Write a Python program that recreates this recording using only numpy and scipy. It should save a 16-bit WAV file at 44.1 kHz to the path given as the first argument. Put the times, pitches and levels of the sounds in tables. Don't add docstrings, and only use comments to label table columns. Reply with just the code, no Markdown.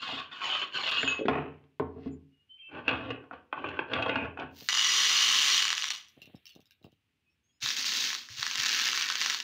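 import sys
import numpy as np
from scipy import signal
from scipy.io import wavfile
from scipy.ndimage import uniform_filter1d

SR = 44100
rng = np.random.default_rng(int(sys.argv[2]) if len(sys.argv) > 2 else 0)


def generate_wav(signal):
    frames = np.transpose(np.atleast_2d(signal))
    scaled = np.clip(frames, -1, 1) * 32767
    pcm = np.round(scaled).astype(np.int16)
    wavfile.write(sys.argv[1], SR, pcm)


N = 415863
TIME = np.arange(N) / SR
TAPS = 4096
HZ = np.fft.rfftfreq(TAPS, 1 / SR)


def amp(db):
    return 10 ** (np.asarray(db) / 20)


def evened(x):
    return x / np.sqrt(np.mean(x ** 2) + 1e-20)


def read(points, hz=HZ):
    f, value = np.transpose(points)
    return np.interp(np.log(hz + 1), np.log(f + 1), value)


def add(mix, s, sound):
    part = mix[max(round(s * SR), 0):][:len(sound)]
    part += sound[:len(part)]


def lifts(resonances):
    return sum(db / (1 + (2 * (HZ - hz) / width) ** 2) for hz, width, db in resonances)


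def response(db):
    log_gain = np.log(amp(np.maximum(db - db.max(), -100)))
    circle = np.concatenate([log_gain, log_gain[-2:0:-1]])
    h = np.fft.ifft(np.exp(np.conj(signal.hilbert(circle)))).real
    return h / np.linalg.norm(h)


def spot(uneven_db):
    ripple = uniform_filter1d(rng.standard_normal(len(HZ)), size=24)
    return uneven_db * evened(uniform_filter1d(ripple, size=24))


STROKE_RANGE_DB = 30


def stroke(start, length, db, rise_s, stop_s, sag_db_per_s=0):
    t = TIME - start
    away = np.maximum(1 - t / rise_s, 0) + np.maximum(t - length, 0) / stop_s
    heard = (t >= 0) & (away < 2)
    sag_db = sag_db_per_s * np.maximum(t[heard] - rise_s, 0)
    gain = np.zeros(N)
    gain[heard] = amp(db - STROKE_RANGE_DB * away[heard] - sag_db)
    return gain


def joined(gains):
    return np.sqrt(sum(gain ** 2 for gain in gains))


STICK_DB, SLIP_SIZE = 2.0, 600


def judder():
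    uneven = uniform_filter1d(rng.standard_normal(N), size=SLIP_SIZE)
    uneven = uniform_filter1d(uneven, size=SLIP_SIZE // 2)
    return evened(amp(STICK_DB * evened(uneven)))


def contacts(gain, per_s, spread_db):
    at = np.flatnonzero((rng.random(N) < per_s / SR) & (gain > 1e-7))
    draw = rng.uniform(-1, 1, N)[at]
    force = np.zeros(N)
    force[at] = amp(spread_db * np.minimum(-np.log(np.abs(draw)), 3)) * np.sign(draw)
    local_power = np.abs(uniform_filter1d(force ** 2, size=1500)[at])
    return at, force[at] * gain[at] / np.sqrt(local_power + 1e-4)


def patter(gain, per_s, spread_db, body_db, count=8, uneven_db=2.5, spots_per_s=0):
    first, last = np.flatnonzero(gain > 1e-7)[[0, -1]]
    at, force = contacts(gain, per_s, spread_db)
    place = rng.random(len(at))
    place = place + spots_per_s * at / SR if spots_per_s else place * count
    which = place.astype(int) % count
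    out = np.zeros(N)
    for k in range(count):
        train = np.bincount(at - first, force * (which == k), last - first + 1)
        add(out, first / SR, signal.oaconvolve(train, response(body_db + spot(uneven_db))))
    return out


def blow(body_db, tilt, chatter, chatter_s):
    t = np.arange(TAPS // 2) / SR
    burst = evened(rng.standard_normal(len(t)) * np.exp(-t / chatter_s))
    force = chatter * burst / np.sqrt(len(t))
    force[0] += 1
    tilt_db = tilt * np.log2(np.clip(HZ, 1300, 5000))
    sound = signal.fftconvolve(force, response(body_db + tilt_db))
    return sound / np.sqrt(4 * uniform_filter1d(sound ** 2, size=44).max())


def ringing(modes):
    t = np.arange(SR * 3 // 4) / SR
    return sum((-1) ** k * amp(db - 60 * t / t60) * np.sin(2 * np.pi * hz * t)
               for k, (hz, db, t60) in enumerate(modes))


CONTACT_S = .0003


def clicks(count, size=200):
    u = TIME[:size] / CONTACT_S
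    bursts = rng.standard_normal((count, size)) * u * np.exp(-u)
    bursts /= np.linalg.norm(bursts, axis=1, keepdims=True)
    return np.sqrt(.5) * (bursts + (u == 0))


def clatter(gain, per_s, spread_db, body_db):
    at, force = contacts(gain, per_s, spread_db)
    bursts = force[:, None] * clicks(len(at))
    places = at[:, None] + np.arange(bursts.shape[1])
    train = np.bincount(places.ravel(), bursts.ravel(), N)
    return signal.oaconvolve(train, response(body_db))[:N]


# (frequency [Hz], time to fall by 60 dB [s])
ROOM_DECAY = [(100, 0.71), (260, .45), (700, .38), (2000, 0.3), (3200, 0.3), (6000, 0.04), (14000, 0.24)]


def room(x, wet_db, early_db, early_s, shifts_per_s, count=2):
    out, t = x.copy(), TIME[:SR * 2 // 3]
    for k in range(count):
        taps = rng.choice([-1., 1.], len(t)) * (rng.random(len(t)) < 1 / 10) * (t > .002)
        hz, s, z = signal.stft(taps, SR, nperseg=256)
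        decay = amp(-60 * s / read(ROOM_DECAY, hz)[:, None])
        tail = signal.istft(z * decay, SR, nperseg=256)[1][:len(t)]
        early = rng.standard_normal(len(t)) * np.exp(-t / early_s)
        echoes = amp(wet_db) * tail / np.linalg.norm(tail) + amp(early_db) * early / np.linalg.norm(early)
        share = np.sqrt(2 / count) * np.cos(np.pi * (shifts_per_s * TIME + k / count))
        out += signal.oaconvolve(x * share, echoes)[:N]
    return out


# (frequency [Hz], level [dB])
AIR_SPECTRUM = [(30, -13), (85, 1), (130, -7.5), (300, -11), (600, -24.5), (1500, -21.5), (2800, -15.5),
                (4000, -25), (7000, -33), (15000, -38.5)]


def air():
    noise = signal.oaconvolve(rng.standard_normal(N), response(read(AIR_SPECTRUM)))[:N]
    return amp(-79) * evened(noise)


# (frequency [Hz], level [dB])
THREAD_SPECTRUM = [(80, -23), (250, -11), (550, -11.5), (800, -10.5), (1100, -6), (1500, -4.5),
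                   (2100, -8.5), (2900, 1.5), (3450, .5), (4000, -17), (4800, -22.5), (6000, -38),
                   (9000, -56)]
# (frequency [Hz], width [Hz], lift [dB])
THREAD_RESONANCES = [(1100, 130, 8.5), (1490, 240, 6), (2577, 120, 3.5), (2947, 70, 4), (4300, 300, 5.5)]
# (frequency [Hz], level [dB])
FINE_RASP = [(2500, -31.5), (4200, 13), (4800, 7), (5700, -8.5), (7000, -13.5), (8000, -19.5), (11000, -37),
             (15000, -24.5)]
# (start [s], length [s], level [dB], rise [s],
# fine rasp against the level [dB], first delay of the echo off the hand [ms])
SPINS = [(-0.03, 0.2297, -34, 0.0524, -13, 0.542), (0.294, 0.185, -42, 0.0307, -15, 0.358),
         (0.381, 0.242, -31, 0.053, -11.5, 0.563), (0.711, 0.183, -33.5, 0.0394, -9, 0.377),
         (0.829, 0.18, -28, 0.044, -14, 1.3), (1.026, 0.1105, -33, 0.0264, -24, 1.766)]
SPIN_SAG_DB_PER_S, SPIN_STOP_S = 21.5, 0.12
HAND_ECHO, HAND_MS_PER_S = .35, 5.5
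GAP_S, GAP_LENGTH_S = 0.9, 0.013
SLIDE_S, SLIDE_LENGTH_S, SLIDE_DB = 1.887, 0.1915, -61.5


def retaining_ring():
    thread_db = read(THREAD_SPECTRUM) + lifts(THREAD_RESONANCES)
    spins = [stroke(s, length, db, rise_s, SPIN_STOP_S, SPIN_SAG_DB_PER_S)
             for s, length, db, rise_s, *_ in SPINS]
    rubbing = joined(spins) * judder()
    out = amp(-3.5) * patter(rubbing, 1500, 3.2, thread_db, count=16, uneven_db=3.5, spots_per_s=45)
    fine = joined(spin * amp(rasp_db) for spin, (*_, rasp_db, _) in zip(spins, SPINS))
    fine_db = read(FINE_RASP) + lifts([(5540, 200, 7), (6830, 1200, 12)])
    out += amp(-4.5) * patter(fine, 1500, 3.5, fine_db)
    delays_ms = [first_ms + HAND_MS_PER_S * (TIME - s) for s, *_, first_ms in SPINS]
    delay_s = sum(spin * ms for spin, ms in zip(spins, delays_ms)) / (sum(spins) + 1e-9) / 1000
    out += HAND_ECHO * np.interp(TIME - delay_s, TIME, out)
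    out *= (TIME < GAP_S) | (TIME > GAP_S + GAP_LENGTH_S)
    slide = stroke(SLIDE_S, SLIDE_LENGTH_S, SLIDE_DB, 0.169, 0.0306)
    slide_db = read([(300, -2.5), (2000, 10.0), (5500, -9.5), (8000, -33.5)])
    return out + patter(slide, 570, 2.3, slide_db)


# (time [s], level [dB], hardness as a corner frequency [Hz])
THUDS = [(0.122, -40.5, 352.6), (1.031, -25, 2510), (1.284, -15, 2200), (1.323, -37, 1100),
         (1.358, -27, 902.6), (1.385, -25.5, 795), (1.64, -56, 4000), (1.798, -22.5, 1100),
         (1.962, -40, 397), (1.982, -40, 600), (2.059, -30.5, 277), (4.156, -37, 299.3),
         (4.214, -33, 297.7), (4.429, -38, 395)]
# (frequency [Hz], level [dB], time to fall by 60 dB [s])
TABLE_MODES = [(84.2, -19.5, 0.62), (144.4, -12, 0.25), (250.3, -5, 0.11), (271.7, -4.5, 0.28),
               (325.7, -6, 0.084), (418.7, 5.5, 0.055), (464.6, -1.5, 0.055), (570, -4.5, 0.025),
               (751.4, -12.5, 0.15), (868, -26, 0.36), (1081, -5.5, 0.061)]


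def table():
    out, modes = np.zeros(N), ringing(TABLE_MODES)
    crack_db = read([(70, -5.5), (250, -3), (1100, -2.0), (3000, -8.5), (4200, -13.5), (12000, -42.0)])
    for s, db, corner_hz in THUDS:
        sound = 0.43 * modes / np.abs(modes).max()
        add(sound, 0, blow(crack_db, 0, 1.0, 0.0095))
        sound = signal.lfilter(*signal.butter(2, min(corner_hz, SR / 4), fs=SR), sound)
        add(out, s, amp(db + 2.5) * sound / np.abs(sound).max())
    return out


# (start [s], length [s], level [dB], centre [Hz], half-width [Hz])
GRATES = [(0.471, 0.086, -38, 3154, 508), (0.436, 0.0245, -49, 6773, 251.5), (0.861, 0.045, -39, 2936, 596),
          (0.958, 0.042, -32.5, 2915, 450), (0.975, 0.071, -50, 7066, 129), (2.557, 0.17, -67, 2820, 696),
          (4.068, 0.1572, -39, 2563, 751)]
GRATE_RISE_S, GRATE_STOP_S, GRATE_LIFT_DB = .025, 0.037, 38.5


def grating():
    out = np.zeros(N)
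    for s, length, db, hz, half_width in GRATES:
        gain = stroke(s, length, db, GRATE_RISE_S, GRATE_STOP_S)
        body_db = lifts([(hz, 2 * half_width, GRATE_LIFT_DB)])
        body_db = body_db + read([(0.96 * hz, 0), (1.1 * hz, -12), (3 * hz, -32)])
        out += patter(gain, 2500, 1.5, body_db, count=2)
    return out


# (frequency [Hz], level [dB], time to fall by 60 dB [s])
RING_MODES = [(2579, 0, .42), (2598, -8, .42), (2930, -11, .24), (6702, -16, .28), (6720, -24, .28),
              (6982, -23, .2)]
# (time [s], chime level [dB], clank level [dB])
CHIMES = [(0.98, -36, -28), (1.031, -41.5, -14.5), (1.076, -22.5, -17), (1.193, -55.5, -29.5),
          (1.256, -53.5, -30), (1.283, -49.5, -20.5)]
LANDED_S, LANDED_DB_PER_S = 1.2, 150


def chimes():
    out, tone = np.zeros(N), ringing(RING_MODES[::2]) + ringing(RING_MODES[1::2])
    tone *= 1 - np.exp(-TIME[:len(tone)] / 0.001)
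    for s, chime_db, _ in CHIMES:
        add(out, s, amp(chime_db) * tone)
    out *= amp(-LANDED_DB_PER_S * np.maximum(TIME - LANDED_S, 0))
    clank_body_db = read(THREAD_SPECTRUM) + lifts([(1600, 470, 11), (6940, 700, 14)])
    for s, _, clank_db in CHIMES:
        add(out, s, amp(clank_db) * blow(clank_body_db + spot(4.3), 0, 1.2, 0.0087))
    return out


# (time [s], level [dB], pitch [Hz])
DULL_KNOCKS = [(1.192, -25, 409), (1.211, -21, 440.5), (1.254, -17.5, 381.7), (1.263, -23, 318.5)]
DULL_RISE_S, DULL_T60_S = .002, .055


def touch_down():
    out, t = np.zeros(N), TIME[:SR // 5]
    for s, db, hz in DULL_KNOCKS:
        swing = np.sin(2 * np.pi * hz * t)
        swing += .4 * np.sin(2 * np.pi * 1.2 * hz * t)
        swing += 0.5 * np.sin(2 * np.pi * 0.75 * hz * t)
        sound = swing * (1 - np.exp(-t / DULL_RISE_S)) * amp(-60 * t / DULL_T60_S)
        add(out, s, amp(db) * sound / np.abs(sound).max())
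    return out


# (frequency [Hz], level [dB])
WOBBLE_SPECTRUM = [(200, -10.5), (420, 7.5), (900, 11.5), (1500, 3), (2700, 3), (4000, -22), (9000, -60.5)]
WOBBLE_S, WOBBLE_LENGTH_S, WOBBLE_DB, WOBBLE_STOP_S = 1.275, 0.0814, -37, 0.1952


def wobble():
    gain = stroke(WOBBLE_S, WOBBLE_LENGTH_S, WOBBLE_DB, 0.0099, WOBBLE_STOP_S)
    return patter(gain, 384, 2.4, read(WOBBLE_SPECTRUM))


SQUEAK_WAVER, SQUEAK_EDGE_S = 0.007, 0.016


def thin_tones(rows, rise_per_s=0):
    out = np.zeros(N)
    for s, length, hz, db in rows:
        t = np.arange(0, length, 1 / SR)
        waver = SQUEAK_WAVER * evened(uniform_filter1d(rng.standard_normal(N)[:len(t)], size=300))
        tone = np.sin(2 * np.pi * np.cumsum(hz * (1 + waver + rise_per_s * t)) / SR)
        fade = np.minimum(np.minimum(t, length - t) / SQUEAK_EDGE_S, 1)
        add(out, s, amp(db) * evened(tone) * fade)
    return out


# (start [s], length [s], mean pitch [Hz], level [dB])
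SQUEAKS = [(2.11, 0.0474, 7040, -70.5), (2.31, 0.2, 2860, -76.5), (2.49, 0.09, 3080, -59.5),
           (2.585, 0.055, 3156, -56.5), (2.635, .07, 3120, -62), (2.62, 0.0822, 2640, -57.5)]


def squeaks():
    return thin_tones(SQUEAKS)


# (frequency [Hz], level [dB])
BARREL_SPECTRUM = [(35, -41.5), (60, -13), (81, -1), (212, -10), (268, 5.5), (362, -2), (479, 1.5),
                   (593, -3), (853, -4.5), (1250, -13.5), (1520, -6.5), (2050, -16.5), (2490, -12.5),
                   (3220, -19.5), (10000, -73), (13000, -103), (22000, -120)]
# (frequency [Hz], width [Hz], lift [dB])
CASTING_RESONANCES = [(875.3, 47, 6), (1105.4, 150, 10.5), (1459.7, 210, 6.5), (2580, 230, 5.5),
                      (2826, 570, 5.5), (3330, 330, 4.5), (6588, 300, 7.5)]
# (start [s], length [s], level [dB], rise [s])
PUSHES = [(2.682, 0.1063, -36, 0.0485), (2.87, 0.102, -30, 0.0145), (2.809, 0.311, -32, 0.0697),
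          (3.201, 0.0245, -41.5, 0.041), (3.304, 0.015, -31.5, 0.03), (3.515, 0.17, -38, 0.0613),
          (3.605, 0.1984, -34.5, 0.053), (3.848, 0.178, -25.5, 0.0836), (4.021, 0.2292, -31.5, 0.037),
          (4.357, 0.0685, -29, 0.0387)]
# (time [s], level [dB], brightness [dB per octave])
KNOCKS = [(2.88, -14, 4), (2.891, -18, 5.5), (2.912, -21.5, -0.5), (3.105, -24, 6), (3.239, -45.5, -5.5),
          (3.311, -31, -12), (3.527, -21, -4.5), (3.577, -31, -11.5), (3.642, -24.5, -7.5),
          (3.688, -33, 8.5), (3.791, -19, -1.5), (3.935, -19.5, 5.5), (3.963, -23, -2), (3.987, -21, -2),
          (4.024, -20.5, 5), (4.062, -17, -1.5), (4.083, -25, 1), (4.094, -17, 2), (4.157, -16.5, 1),
          (4.374, -30, -2.5), (4.397, -33.5, 5.5)]
PUSH_STOP_S = 0.077
SCRAPE_PER_S, SCRAPE_SPREAD_DB, SCRAPE_RIPPLE_DB = 1000, 2.3, 2.2


def grinder():
    body_db = read(BARREL_SPECTRUM) + lifts(CASTING_RESONANCES)
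    scraping = joined(stroke(*row, PUSH_STOP_S) for row in PUSHES) * judder()
    out = amp(-8.5) * patter(scraping, SCRAPE_PER_S, SCRAPE_SPREAD_DB, body_db,
                             count=12, uneven_db=SCRAPE_RIPPLE_DB, spots_per_s=22)
    knock_db = body_db + read([(150, -14.0), (1200, 4.0)])
    for s, db, tilt in KNOCKS:
        add(out, s, amp(db + 2.5) * blow(knock_db + spot(SCRAPE_RIPPLE_DB), tilt, 2.06, 0.0044))
    return out


# (frequency [Hz], level [dB])
POURED_SPECTRUM = [(60, -44.5), (130, -30), (260, -25), (560, -33.5), (800, -23), (1100, -12.5),
                   (1600, -12), (2300, -5.5), (2600, -3.5), (3200, -0.5), (4600, -7.5), (6100, -10.5),
                   (7700, -20), (8600, -21.5), (11000, -33.5), (15000, -26.5)]
# (frequency [Hz], width [Hz], lift [dB])
PLATE_RESONANCES = [(420, 106, 13), (680, 60, 5), (1190, 170, 10), (1995, 90, 11), (2900, 60, 12),
                    (3050, 90, 7), (3440, 45, 5), (3725, 90, 6), (4265, 110, 10), (4960, 150, 10),
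                    (5730, 170, 8), (6150, 300, 9), (6950, 550, 9)]
# (frequency [Hz], level [dB])
GLASS_SPECTRUM = [(60, -26.5), (130, -26.5), (250, -11.5), (330, -17), (430, -14), (620, -25.5),
                  (1100, -12.5), (2000, -4.5), (4000, 2.5), (5400, -1), (6500, -3.5), (8000, -19),
                  (11000, -30), (15000, -18)]
# (frequency [Hz], level [dB])
WHIRR_SPECTRUM = [(300, -5.5), (900, -26.5), (1700, -8), (3000, 0.5), (4000, -8.5), (5500, -38),
                  (12000, -22)]
OPEN_S, CUPPED_DB = 4.51, -47.5
POUR_S, EMPTY_S, POUR_LEVEL_DB = 4.688, 5.58, -24
FIRST_FLOW, BUILD_S, DRAIN_S = 0.17, .33, 0.045
JOSTLE_END_S, JOSTLE_DB, JOSTLE_STOP_S = 5.928, -35.5, 0.158
ROLL_S, ROLL_END_S, ROLL_DB, ROLL_SAG_DB_PER_S = 6.07, 6.37, -64, 5
FEW_PER_S, FULL_PER_S, POUR_SPREAD_DB = 500, 1500, 1.6
BARE_RING, LOADED_RING, LOAD_S = 1.306, 0.793, 5.3


def pour():
    shifting = stroke(OPEN_S, POUR_S - OPEN_S, CUPPED_DB, 0.065, 0.0294)
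    held_db = read(GLASS_SPECTRUM) + read([(1000, 2.7), (7000, 4.1), (14000, 21.0)])
    held = patter(shifting, 900, 3.3, held_db)
    flow = np.minimum(FIRST_FLOW + (TIME - POUR_S) / BUILD_S, 1)
    flow = flow * np.exp(-np.maximum(TIME - EMPTY_S, 0) / DRAIN_S)
    flow = np.maximum(flow, 0) * (TIME >= POUR_S) * (TIME < JOSTLE_END_S)
    jostle = stroke(EMPTY_S, JOSTLE_END_S - EMPTY_S, JOSTLE_DB, 0.03, JOSTLE_STOP_S)
    loudness = joined([amp(POUR_LEVEL_DB) * np.sqrt(flow), jostle])
    per_s = FEW_PER_S + FULL_PER_S * flow
    covered = np.clip((TIME - POUR_S) / (LOAD_S - POUR_S), 0, 1)
    falling = np.zeros(N)
    for share, ring in [(1 - covered, BARE_RING), (covered, LOADED_RING)]:
        body_db = read(POURED_SPECTRUM) + ring * lifts(PLATE_RESONANCES)
        falling += clatter(loudness * np.sqrt(share), per_s, POUR_SPREAD_DB, body_db)
    roll = stroke(ROLL_S, ROLL_END_S - ROLL_S, ROLL_DB, 0.037, 0.56, ROLL_SAG_DB_PER_S)
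    rolling = patter(roll, 2500, 1.53, read(WHIRR_SPECTRUM))
    return amp(-3.5) * held + amp(-1.5) * falling + amp(-7.0) * rolling


# (time [s], level [dB])
CLACKS = [(4.608, -35), (4.688, -9.5), (4.696, -15), (4.729, -13), (4.751, -15), (4.774, -15),
          (4.794, -14.5), (4.813, -17), (4.845, -17), (5.603, -16), (5.625, -14), (5.653, -15),
          (5.681, -16), (5.704, -14), (5.729, -14), (5.78, -17), (5.823, -19), (5.842, -15), (5.905, -13),
          (7.626, -24), (7.661, -17), (7.688, -17), (7.705, -15), (7.844, -21), (7.865, -19), (7.921, -18),
          (8.104, -20), (8.13, -21), (8.15, -19), (8.288, -34), (8.429, -15), (8.466, -16), (8.512, -22),
          (8.556, -17), (8.601, -18), (8.661, -15), (8.692, -16), (8.729, -14), (8.747, -15), (8.798, -16),
          (8.856, -16.5), (8.871, -16), (8.888, -17), (8.931, -16), (8.976, -16), (9.011, -16),
          (9.024, -15), (9.089, -17), (9.101, -15), (9.123, -20), (9.155, -15), (9.215, -13), (9.221, -17),
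          (9.247, -18), (9.261, -14), (9.299, -15), (9.305, -16), (9.327, -20), (9.346, -19), (9.402, -18)]
# (frequency [Hz], level [dB])
CLACK_SPECTRUM = [(100, -24), (600, -22), (1000, -3.5), (1600, 2), (3000, 4.5), (5500, -0.5), (7000, -9.5),
                  (8500, -17.5), (11000, -30.5), (15000, -26)]
CLACK_GAIN_DB = 1


def single_marbles():
    out, plate = np.zeros(N), response(read(CLACK_SPECTRUM) + 0.54 * lifts(PLATE_RESONANCES))
    for (s, db), click in zip(CLACKS, clicks(len(CLACKS))):
        sound = np.convolve(click, plate)
        add(out, s, amp(db + CLACK_GAIN_DB) * sound / np.abs(sound).max())
    return out


# (time [s], level [dB])
BUMPS = [(4.622, -39), (6.176, -43), (6.219, -50), (6.243, -53), (6.275, -45.5), (6.298, -48.5),
         (6.342, -53.5), (6.346, -38.5), (6.562, -42), (6.593, -45.5), (6.815, -56.5), (6.846, -39),
         (6.866, -43), (6.927, -57)]
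# (frequency [Hz], level [dB])
BUMP_SPECTRUM = [(47, -32), (80, -3), (150, -1.5), (317, -2.5), (760, -14.5), (971, -28), (1120, -23.5),
                 (1300, -30.5), (1690, -35), (2860, -120)]
# (time [s], level [dB])
PALMS = [(7.63, -38.5), (8.301, -40.5), (8.387, -38.5), (8.587, -39)]
RUMBLE_DB, RUMBLE_RISE_S, RUMBLE_STOP_S = -15.5, 0.026, 0.063


def soft_bumps():
    bump_db = read(BUMP_SPECTRUM)
    rumble = joined(stroke(s - RUMBLE_RISE_S, RUMBLE_RISE_S, db + RUMBLE_DB, RUMBLE_RISE_S, RUMBLE_STOP_S)
                    for s, db in BUMPS)
    out = patter(rumble, 400, 3.9, bump_db, count=3)
    for s, db in BUMPS:
        add(out, s, amp(db + 1.5) * blow(bump_db, 0, 0.263, 0.0045))
    palm_db = read([(70, -2.5), (130, 10.5), (280, -35.5), (600, -21.5), (2000, -50.5)])
    for s, db in PALMS:
        add(out, s, amp(db - 3.0) * blow(palm_db, 0, 0.82, 0.036))
    return out


# (time [s], level [dB])
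NUDGES = [(6.085, -47), (6.218, -42), (6.223, -47.5), (6.257, -46.5), (6.355, -53), (6.456, -40.5),
          (6.467, -42), (6.493, -42), (6.522, -51.5), (6.552, -48.5), (6.605, -51.5), (6.657, -53.5),
          (6.709, -47), (6.828, -58.5), (6.843, -49.5), (6.92, -60)]
# (frequency [Hz], level [dB])
TICK_SPECTRUM = [(100, -30), (1000, -21), (1800, -8), (2800, 2), (3600, 5), (4500, -0.5), (5600, 0.5),
                 (7000, -10.5), (8500, -20.5), (11000, -18.5), (15000, -8.5)]
# (frequency [Hz], width [Hz], lift [dB])
TICK_RESONANCES = [(2765, 130, 15), (2950, 130, 14), (4500, 220, 7)]
TICK_RING_FROM_DB, TICK_RING_FULL_DB = -54, -44
NUDGE_GAIN_DB = 2.5
NUDGE_RUN_S, NUDGE_FALL_DB = .022, 14.5


def stragglers(count=4):
    out = np.zeros(N)
    for s, db in NUDGES:
        ring = np.interp(db, [TICK_RING_FROM_DB, TICK_RING_FULL_DB], [0, 1])
        body = response(read(TICK_SPECTRUM) + ring * lifts(TICK_RESONANCES) + spot(4.2))
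        order = np.arange(count)
        lateness = (order + rng.random(count) * (order > 0)) / count
        for late, click in zip(lateness, clicks(count)):
            sound = np.convolve(click, body)
            tick_db = db + NUDGE_GAIN_DB - NUDGE_FALL_DB * late
            add(out, s + NUDGE_RUN_S * late, amp(tick_db) * sound / np.abs(sound).max())
    return room(out, wet_db=-6, early_db=-7, early_s=0.007, shifts_per_s=0)


# (start [s], length [s], starting pitch [Hz], level [dB])
CHIRPS = [(7.255, 0.064, 2500, -77.5), (7.29, 0.065, 5340, -86), (7.43, 0.1, 6370, -82.5),
          (7.48, 0.046, 3250, -82), (7.51, 0.082, 6675, -86), (7.52, 0.071, 5050, -86)]
CHIRP_RISE_PER_S = .55


def chirps():
    return thin_tones(CHIRPS, CHIRP_RISE_PER_S)


# (frequency [Hz], level [dB])
PRESSED_SPECTRUM = [(600, -25.5), (900, -10.5), (1150, 2), (1600, 9), (2100, 6.5), (3000, 9.5), (5000, -79)]
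# (start [s], length [s], level [dB], rise [s],
# pressure as the plate's low ring against the level [dB])
SWEEPS = [(7.604, 0.1057, -33.5, 0.0225, -14.5), (7.741, 0.066, -32.5, 0.0296, -17.5),
          (7.832, 0.0546, -31, 0.0266, -17), (7.887, 0.176, -31, 0.0484, -17),
          (8.1, 0.0272, -39, 0.0285, -12), (8.279, 0.1, -47, 0.0228, -20),
          (8.349, 0.193, -38, 0.0351, -3.5), (8.534, 0.35, -31.5, 0.04795, -1),
          (8.9, 0.099, -33.5, 0.031, 0.5), (8.991, 0.2016, -38, 0.031, 1),
          (9.16, 0.173, -34.5, 0.0443, -3.5)]
SWEEP_SAG_DB_PER_S, SWEEP_STOP_S = -1.5, 0.24
SLIDING_PER_S, PRESSED_PER_S, STIR_SPREAD_DB = 2400, 800, 2.9


def stir():
    sweeps = [stroke(s, length, db, rise_s, SWEEP_STOP_S, SWEEP_SAG_DB_PER_S)
              for s, length, db, rise_s, _ in SWEEPS]
    loudness = joined(sweeps)
    pressure = joined(sweep * amp(row[-1]) for sweep, row in zip(sweeps, SWEEPS))
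    per_s = np.interp(pressure / (loudness + 1e-9), [0, 1], [SLIDING_PER_S, PRESSED_PER_S])
    glass = clatter(loudness, per_s, STIR_SPREAD_DB, read(GLASS_SPECTRUM))
    low_ring = clatter(pressure * judder(), PRESSED_PER_S, STIR_SPREAD_DB, read(PRESSED_SPECTRUM))
    return amp(-0.5) * glass + amp(-5.5) * low_ring


def scene():
    machine = retaining_ring() + table() + grating() + wobble() + squeaks() + grinder()
    machine = room(machine, wet_db=-5.0, early_db=-5.0, early_s=0.0037, shifts_per_s=2.0027)
    near = touch_down() + pour() + single_marbles() + chirps() + stir()
    near = room(near, wet_db=-8, early_db=-11, early_s=0.007, shifts_per_s=0)
    return (machine + near + stragglers() + chimes() + soft_bumps() + air())[None]


EDGE_HZ = 15700


def record(dry):
    thinned = signal.sosfilt(signal.butter(3, 68, "highpass", fs=SR, output="sos"), dry)
    lowpass = signal.firwin(511, EDGE_HZ, window=("kaiser", 9), fs=SR)
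    return signal.oaconvolve(thinned, lowpass[None], "same")


dry = scene()
out = record(dry)
generate_wav(out)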